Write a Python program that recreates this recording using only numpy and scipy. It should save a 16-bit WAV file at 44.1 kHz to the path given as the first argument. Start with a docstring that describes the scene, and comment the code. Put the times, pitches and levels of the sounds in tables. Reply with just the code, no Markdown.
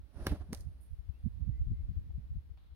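"""A ploughed field, with quiet country air and far birds. A sling is whirled: the cord swishes,
its tip cracks at the release, and the field scatters the crack back.
The slack cord whooshes round and slaps the dry soil; crumbs patter down and a foot scuffs.
Throughout, gusts buffet the two microphone ports in turn with rumble and low thumps."""
import sys
import numpy as np
from scipy.fft import rfft, irfft, next_fast_len
from scipy.io import wavfile
from scipy.ndimage import map_coordinates

SR = 44100
rng = np.random.default_rng(int(sys.argv[2]) if len(sys.argv) > 2 else 0)


def store_wav(level_fs):
    """Save 16-bit WAV to argv[1]."""
    pcm = np.round(np.clip(np.atleast_2d(level_fs), -1, 1) * 32767)
    wavfile.write(sys.argv[1], SR, pcm.T.astype(np.int16))


N = 121275

# Tone colours, as relative spectral density (f/Hz, level/dB)
AIR_TONE = [(100, 5.5), (300, 8.5), (600, 1.5), (1200, -3), (2200, -5.5), (4200, -8.5), (5500, -14),
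            (7300, -21), (10000, -17), (15000, -15.5)]
RUMBLE_TONE = [(22, -26.5), (40, -8), (65, 0.5), (110, -16.5), (200, -28.5), (400, -45), (2500, -100)]
TREAD_TONE = [(200, 4), (800, 5), (1700, -8), (3000, -2), (6000, -15), (12000, -19)]
SHUFFLE_TONE = [(300, -17), (800, 1), (1200, 4.5), (1900, -7), (3000, -2), (4100, 1.5), (4800, -14),
                (8000, -30)]
SOIL_TONE = [(200, 3.5), (600, 9.5), (1000, -0.5), (2000, 1), (2700, -9.5), (4500, -2.5), (9500, -9.5),
             (11500, -12.5), (15000, -11.5)]
SLAP_BODY_TONE = [(250, -9), (650, -2), (1000, -13.5), (3000, -25)]
SWISH_TONE = [(60, -23), (150, 4.5), (320, 3), (450, -8.5), (600, -2), (1000, -13.5), (1650, -15.5),
              (2100, -25), (5500, -32), (10000, -43.5), (14000, -48.5)]
CORD_HISS_TONE = [(3000, -3.5), (5500, -2.5), (7500, -16), (9500, 0.5), (11500, -6.5), (14000, -22)]
WHUMP_TONE = [(120, -4.5), (220, -12.5), (300, 2), (420, -16.5), (560, -10.5), (900, -27), (2000, -52)]
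SNAP_TONE = [(1000, 7.5), (3500, 22), (12000, -5.5), (15000, 4.5)]
CRACK_HISS_TONE = [(200, 3), (900, 3), (1600, 4.5), (2000, -8), (2800, -11), (3800, -10.5), (5000, -5.5),
                   (7000, -12), (11000, -11.5), (15000, -7)]
SCATTER_TONE = [(100, -5), (400, 6), (900, -2.5), (2000, -7), (4000, -9), (7000, -21), (11000, -19.5),
                (15000, -23)]
# Stereo image of the field (f/Hz, left-right correlation)
STEREO_LIKENESS = [(300, 0.96), (1200, 0.71), (2500, 0.39), (6000, 0.37)]
# EQ the ports put on the sling (f/Hz, left gain/dB, right gain/dB)
PORT_EQ = [(1560, -1, -0.5), (3500, -2, 1), (5500, -3.5, 3), (6800, -13, 1.5), (8100, -2, -9),
           (8730, -6.5, 5.5), (9150, -7, 8), (12300, -8.5, 3.5), (15000, -6.5, -1.5)]

# Fader ride of the country air (t/s, level/dB)
AIR_RIDE = [(0, -74.5), (.8, -75.5), (1.3, -73.5), (1.9, -73), (2.3, -74.5), (2.75, -77)]
# Far whistles (t/s, length/s, start f/Hz, end f/Hz, level/dB)
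BIRD_CALLS = [(1.125, .067, 2560, 2810, -79), (1.502, .12, 1897, 2150, -78), (1.72, .13, 2034, 2160, -81)]
# Wind bed on the ports (t/s, left level/dB, right level/dB)
BREEZE_RIDE = [(0, -48, -46), (.12, -84, -58.5), (.3, -49.5, -50), (.7, -49, -45.5), (.85, -56.5, -55),
               (1.15, -47.5, -58), (1.45, -49.5, -34.5), (1.7, -40.5, -46), (2, -48, -40),
               (2.35, -51, -48.5), (2.46, -50, -54.5), (2.75, -59.5, -56)]
# Eddies hitting a port (t/s, port L or R, relative level/dB, top edge f/Hz)
EDDY_HITS = [(0.161, "R", -37.5, 86.5), (0.214, "R", -34.5, 89), (0.321, "R", -24, 115),
             (0.319, "L", -30.5, 122), (0.417, "R", -34, 85), (0.584, "R", -40, 88),
             (0.615, "L", -36.5, 73.4), (0.675, "R", -32.5, 115), (0.927, "R", -32.5, 80),
             (0.999, "L", -33, 71), (1.098, "L", -29, 72), (1.264, "R", -23.5, 145), (1.422, "R", -29, 133),
             (1.489, "R", -24.5, 141.5), (1.552, "R", -31, 70.8), (1.611, "L", -27, 70.3),
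             (1.618, "R", -23.5, 74), (1.684, "L", -27, 120), (1.72, "L", -27.5, 215),
             (1.729, "R", -28.5, 76.3), (1.803, "L", -29, 84.7), (1.85, "R", -31.5, 80),
             (1.903, "L", -28, 118), (1.977, "L", -26, 108.5), (2.099, "L", -34, 75), (2.16, "L", -30, 69),
             (2.179, "R", -36.5, 145), (2.307, "L", -33.5, 64), (2.316, "R", -34, 79),
             (2.36, "L", -30.5, 79), (2.382, "R", -33.5, 92.5), (2.512, "L", -37, 67),
             (2.732, "L", -42, 70)]
# Soft footfalls (t/s, level/dB, decay/s, top edge f/Hz)
FOOTFALLS = [(2.105, -68, .0045, 1690), (2.575, -67, 0.0064, 5200)]

# Pressure waves of the cord meeting the soil (t/s, half width/s, peak level/dB)
SOIL_THUDS = [(0.5286, 0.00097, -31), (0.5331, 0.00056, -35)]
# Hard ticks of knots and pebbles (t/s, peak level/dB, low edge f/Hz)
HARD_TICKS = [(.5312, -22.5, 900), (.5484, -27.5, 3400), (.5745, -43, 4500), (.6085, -40, 4200),
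              (.651, -57, 5500)]
# Cord and clods striking the soil (t/s, level/dB, decay/s, low edge f/Hz)
SOIL_SLAPS = [(.5266, -50, .0012, 300), (.5298, -46, .0026, 300), (.5312, -41, .0005, 300),
              (.5388, -54, .001, 2500), (.5503, -49, .0016, 2500)]
# Showers of dry crumbs (t/s, level/dB, hold/s, decay/s, low edge f/Hz, top edge f/Hz)
CRUMB_SHOWERS = [(0.537, -60.5, 0.0088, 0.049, 347, 14000), (0.545, -71, 0.07, .022, 6100, 15000),
                 (0.607, -63.5, .002, .0094, 4600, 13000), (0.808, -74.5, 0.022, 0.058, 9800, 12000),
                 (1.189, -90, .065, .089, 9000, 10900)]

# Fader rides of the cord's swish and of its thin, lingering hiss (t/s, level/dB)
SWISH_RIDE = [(.06, -78.5), (.125, -70), (.17, -52.5), (.183, -55.5), (.216, -51), (.233, -53),
              (.25, -49.5), (.308, -58), (.32, -38.5), (.343, -56), (.357, -50), (.383, -65.5),
              (.412, -53.5), (.45, -67.5), (.6, -66.5), (.7, -76)]
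CORD_HISS_RIDE = [(.07, -95), (.17, -76), (.25, -67), (.33, -79), (.46, -85), (.7, -85), (1.4, -101.5)]
# The slack cord coming round (t/s, f/Hz, level/dB)
WHOOSH_GLIDE = [(.475, 146, -74), (.495, 157, -42), (.515, 219, -47), (.528, 282, -53), (.54, 249, -57.5)]
# Pressure waves of the crack (delay/s, half width/s, peak level/dB)
SHOCK_WAVES = [(0.017, 0.00054, -39), (-.0008, 0.00052, -35), (.0003, 0.00016, -26), (.0009, 0.00075, -27),
               (.0002, 0.0029, -39), (0.0123, 0.0022, -29)]
# Brief ring of the crack (f/Hz, level/dB, decay/s)
CRACK_PARTIALS = [(352, -35.5, .004), (546, -41, 0.0026), (780, -38.5, 0.0059), (1230, -38.5, 0.0033),
                  (1637, -33, 0.0025), (2160, -43.5, 0.0053), (2910, -46, 0.0069)]


def amp(db):
    """Gain of a level in dB."""
    return 10 ** (np.asarray(db) / 20)


def unit(x):
    """x at rms 1."""
    return x / np.sqrt(np.mean(x ** 2) + 1e-20)


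def along(points, hz):
    """(f/Hz, value) points read on a log frequency axis."""
    f, v = np.transpose(points)
    return np.interp(np.log(hz + 1), np.log(f), v)


def since(s):
    """Seconds since s, for every sample."""
    return np.arange(N) / SR - s


def curves(rows):
    """One automation curve for each column after the time."""
    s, *cols = np.transpose(rows)
    return [np.interp(since(0), s, c) for c in cols]


def filtered(x, response):
    """x through an EQ, given as gain against frequency."""
    size = next_fast_len(N + 8192)
    return irfft(rfft(x, size) * response(np.fft.rfftfreq(size, 1 / SR)), size)[..., :N]


def below(hz, edge_hz, order):
    """Low-pass gain."""
    return 1 / np.sqrt(1 + (hz / edge_hz) ** (2 * order))


def above(hz, edge_hz, order):
    """High-pass gain."""
    return (hz / edge_hz) ** order * below(hz, edge_hz, order)


def noise(tone):
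    """Wide coloured noise of rms 1, unrelated in the two channels."""
    return unit(filtered(rng.standard_normal((2, N)), lambda hz: amp(along(tone, hz))))


def field_noise(tone):
    """Coloured noise from the field: centred in the bass, diffuse in the treble."""
    spread = lambda hz: np.arccos(np.clip(along(STEREO_LIKENESS, hz), -1, 1)) / 2
    mid, side = filtered(noise(tone), lambda hz: np.array([np.cos(spread(hz)), np.sin(spread(hz))]))
    return unit(np.array([mid + side, mid - side]))


def wobble(per_s):
    """A smooth random curve through per_s points a second."""
    return map_coordinates(rng.standard_normal(N // 4), [np.arange(N) * per_s / SR], mode="wrap")


def burst(s, rise_s, fall_s, hold_s=0):
    """Envelope that swells up to time s, holds and dies away."""
    t = since(s)
    return np.exp(np.minimum(t, 0) / rise_s - np.maximum(t - hold_s, 0) / fall_s)


def wave(s, width_s):
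    """One pressure wave: a push, then suction."""
    u = since(s) / width_s
    return -u * np.exp((1 - u ** 2) / 2)


def tick(s, response):
    """One dry click of peak 1 at s, coloured at minimum phase so the attack stays hard."""
    size = 1024
    gain = np.maximum(response(np.fft.rfftfreq(size, 1 / SR)), 1e-3)
    cepstrum = irfft(np.log(gain))
    cepstrum[1:size // 2] *= 2
    cepstrum[size // 2 + 1:] = 0
    click = irfft(np.exp(rfft(cepstrum)))
    return np.pad(click / np.abs(click).max(), (round(s * SR), N))[:N]


def country_air():
    """A quiet, wide bed of air that swells gently."""
    return amp(curves(AIR_RIDE)[0]) * noise(AIR_TONE)


def birds():
    """Short rising whistles, blurred by distance."""
    out = np.zeros((2, N))
    for s, length, start_hz, end_hz, db in BIRD_CALLS:
        progress = np.clip(since(s) / length, 0, 1)
        blur = unit(filtered(rng.standard_normal((2, N)), lambda hz: below(hz, 50, order=2)))
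        phase = 2 * np.pi * np.cumsum(start_hz + (end_hz - start_hz) * progress) / SR
        out += amp(db) * np.sin(np.pi * progress) * np.sin(phase + .5 * blur)
    return out


def wind(eddy_width_s=.011, eddy_trim_db=-2, turbulent_share=.54, low_hz=43.5, ceiling_hz=280):
    """Low rumble on both ports; each eddy thumps one of them with a short, turbulent ring."""
    out = amp(curves(BREEZE_RIDE)) * noise(RUMBLE_TONE)
    for s, port, db, top_hz in EDDY_HITS:
        t = since(s)
        window = np.exp(-(t / eddy_width_s) ** 2 / 2)
        ring_hz = 71.1 * (top_hz / 93) ** .47  # brighter eddies ring higher
        ring = window * np.sin(2 * np.pi * (ring_hz * t + rng.random()))
        band = lambda hz: above(hz, low_hz, 2) * below(hz, top_hz, 4) * below(hz, ceiling_hz, 3)
        puff = filtered(window * rng.standard_normal(N), band)
        thump = unit(np.sqrt(1 - turbulent_share) * unit(ring) + np.sqrt(turbulent_share) * unit(puff))
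        out["LR".index(port)] += amp(db + eddy_trim_db) * thump * np.sqrt(np.mean(window ** 2))
    return out


def footsteps(heel_db=8):
    """Faint footfalls, each a crunch and a heel tick; the last trails into a shuffle on loose earth."""
    out = amp(-78) * burst(2.58, rise_s=.0068, fall_s=.29) * noise(SHUFFLE_TONE)
    for s, db, fall, top_hz in FOOTFALLS:
        grit = unit(filtered(field_noise(TREAD_TONE), lambda hz: below(hz, top_hz, order=4)))
        crunch = burst(s, .0006, fall) * grit
        heel = tick(s, lambda hz: amp(along(TREAD_TONE, hz)) * below(hz, top_hz, order=2))
        out += amp(db) * (crunch + amp(heel_db) * heel)
    return out


def soil_impact():
    """The cord lands: thuds and a dull body under hard ticks and sharp slaps."""
    thuds = sum(amp(db) * wave(s, width) for s, width, db in SOIL_THUDS)
    body = amp(-44) * burst(.5315, rise_s=.00084, fall_s=.011) * field_noise(SLAP_BODY_TONE)
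    out = thuds + body
    for s, db, low_hz in HARD_TICKS:
        out += amp(db) * tick(s, lambda hz: amp(along(SOIL_TONE, hz)) * above(hz, low_hz, order=3))
    for s, db, fall, low_hz in SOIL_SLAPS:
        slap = unit(filtered(field_noise(SOIL_TONE), lambda hz: above(hz, low_hz, order=2)))
        out += amp(db) * burst(s, .00012, fall) * slap
    return out


def crumbs(size_spread_db=4, grain_samples=16):
    """Dry crumbs of mixed sizes patter down in grainy showers."""
    out = np.zeros((2, N))
    for s, db, hold, fall, low_hz, top_hz in CRUMB_SHOWERS:
        sizes_db = size_spread_db * rng.standard_normal(N // grain_samples + 1)
        grains = rng.standard_normal((2, N)) * amp(np.repeat(sizes_db, grain_samples)[:N])
        band = lambda hz: amp(along(SOIL_TONE, hz)) * above(hz, low_hz, 7) * below(hz, top_hz, 9)
        out += amp(db) * burst(s, .0024, fall, hold) * unit(filtered(grains, band))
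    return out


def cord_swing(turbulence_db=1.7):
    """The cord cuts the air: a turbulent swish, thin hiss, one low push and a follow-through whump."""
    swish_db = curves(SWISH_RIDE)[0] + turbulence_db * wobble(per_s=92)
    fade_out = burst(0, rise_s=.01, fall_s=.096, hold_s=.81)
    swish = amp(swish_db) * field_noise(SWISH_TONE) * fade_out
    hiss = amp(curves(CORD_HISS_RIDE)[0]) * noise(CORD_HISS_TONE)
    push = amp(-34) * wave(.23, width_s=.0032)
    whump = amp(-35) * burst(.324, rise_s=.0079, fall_s=.011) * field_noise(WHUMP_TONE)
    return swish + hiss + push + whump


def cord_whoosh():
    """The slack cord comes round with a low, rising, fluttering tone."""
    pitch_hz, level_db = curves(WHOOSH_GLIDE)
    flutter = unit(filtered(rng.standard_normal(N), lambda hz: below(hz, 68, order=2)))
    tone = np.sin(2 * np.pi * np.cumsum(pitch_hz) / SR + .5 * flutter)
    return amp(level_db) * tone * burst(.458, rise_s=.019, fall_s=.014, hold_s=.086)


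def crack(s=.2687, rise_s=.0019, tail_t60_s=.31, grit_db=1.5):
    """The tip snaps: pressure waves, a brief ring and hiss, and a tail scattered by furrows and fence."""
    shock = sum(amp(db) * wave(s + delay, width) for delay, width, db in SHOCK_WAVES)
    snap = amp(-23) * burst(s, rise_s=.0001, fall_s=.00025) * noise(SNAP_TONE)
    ring = sum(amp(db) * burst(s, rise_s, fall) * np.sin(2 * np.pi * hz * since(s))
               for hz, db, fall in CRACK_PARTIALS)
    hiss = amp(-32.5) * burst(s, rise_s, fall_s=.0043) * field_noise(CRACK_HISS_TONE)
    scatter = unit(field_noise(SCATTER_TONE) * amp(grit_db * wobble(per_s=1500)))
    tail = amp(-45) * burst(s, rise_s, fall_s=tail_t60_s / np.log(1000)) * scatter
    return shock + snap + ring + hiss + tail


def scene(left_lag_s=.0001):
    """The mix: the sling, earlier and brighter in the right port, over air, steps, wind and birds."""
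    port_hz, *ports_db = np.transpose(PORT_EQ)
    colour = lambda hz: amp([along(np.transpose([port_hz, db]), hz) for db in ports_db])
    lag = lambda hz: np.exp(1j * np.pi * left_lag_s * np.array([-hz, hz]))
    sling = cord_swing() + cord_whoosh() + crack() + soil_impact() + crumbs()
    placed_sling = filtered(sling, lambda hz: colour(hz) * lag(hz))
    return placed_sling + country_air() + footsteps() + wind() + birds()


def record(dry, top_hz=15850):
    """A brick-wall high cut on the whole mix."""
    return filtered(dry, lambda hz: hz < top_hz)


dry = scene()
out = record(dry)
store_wav(out)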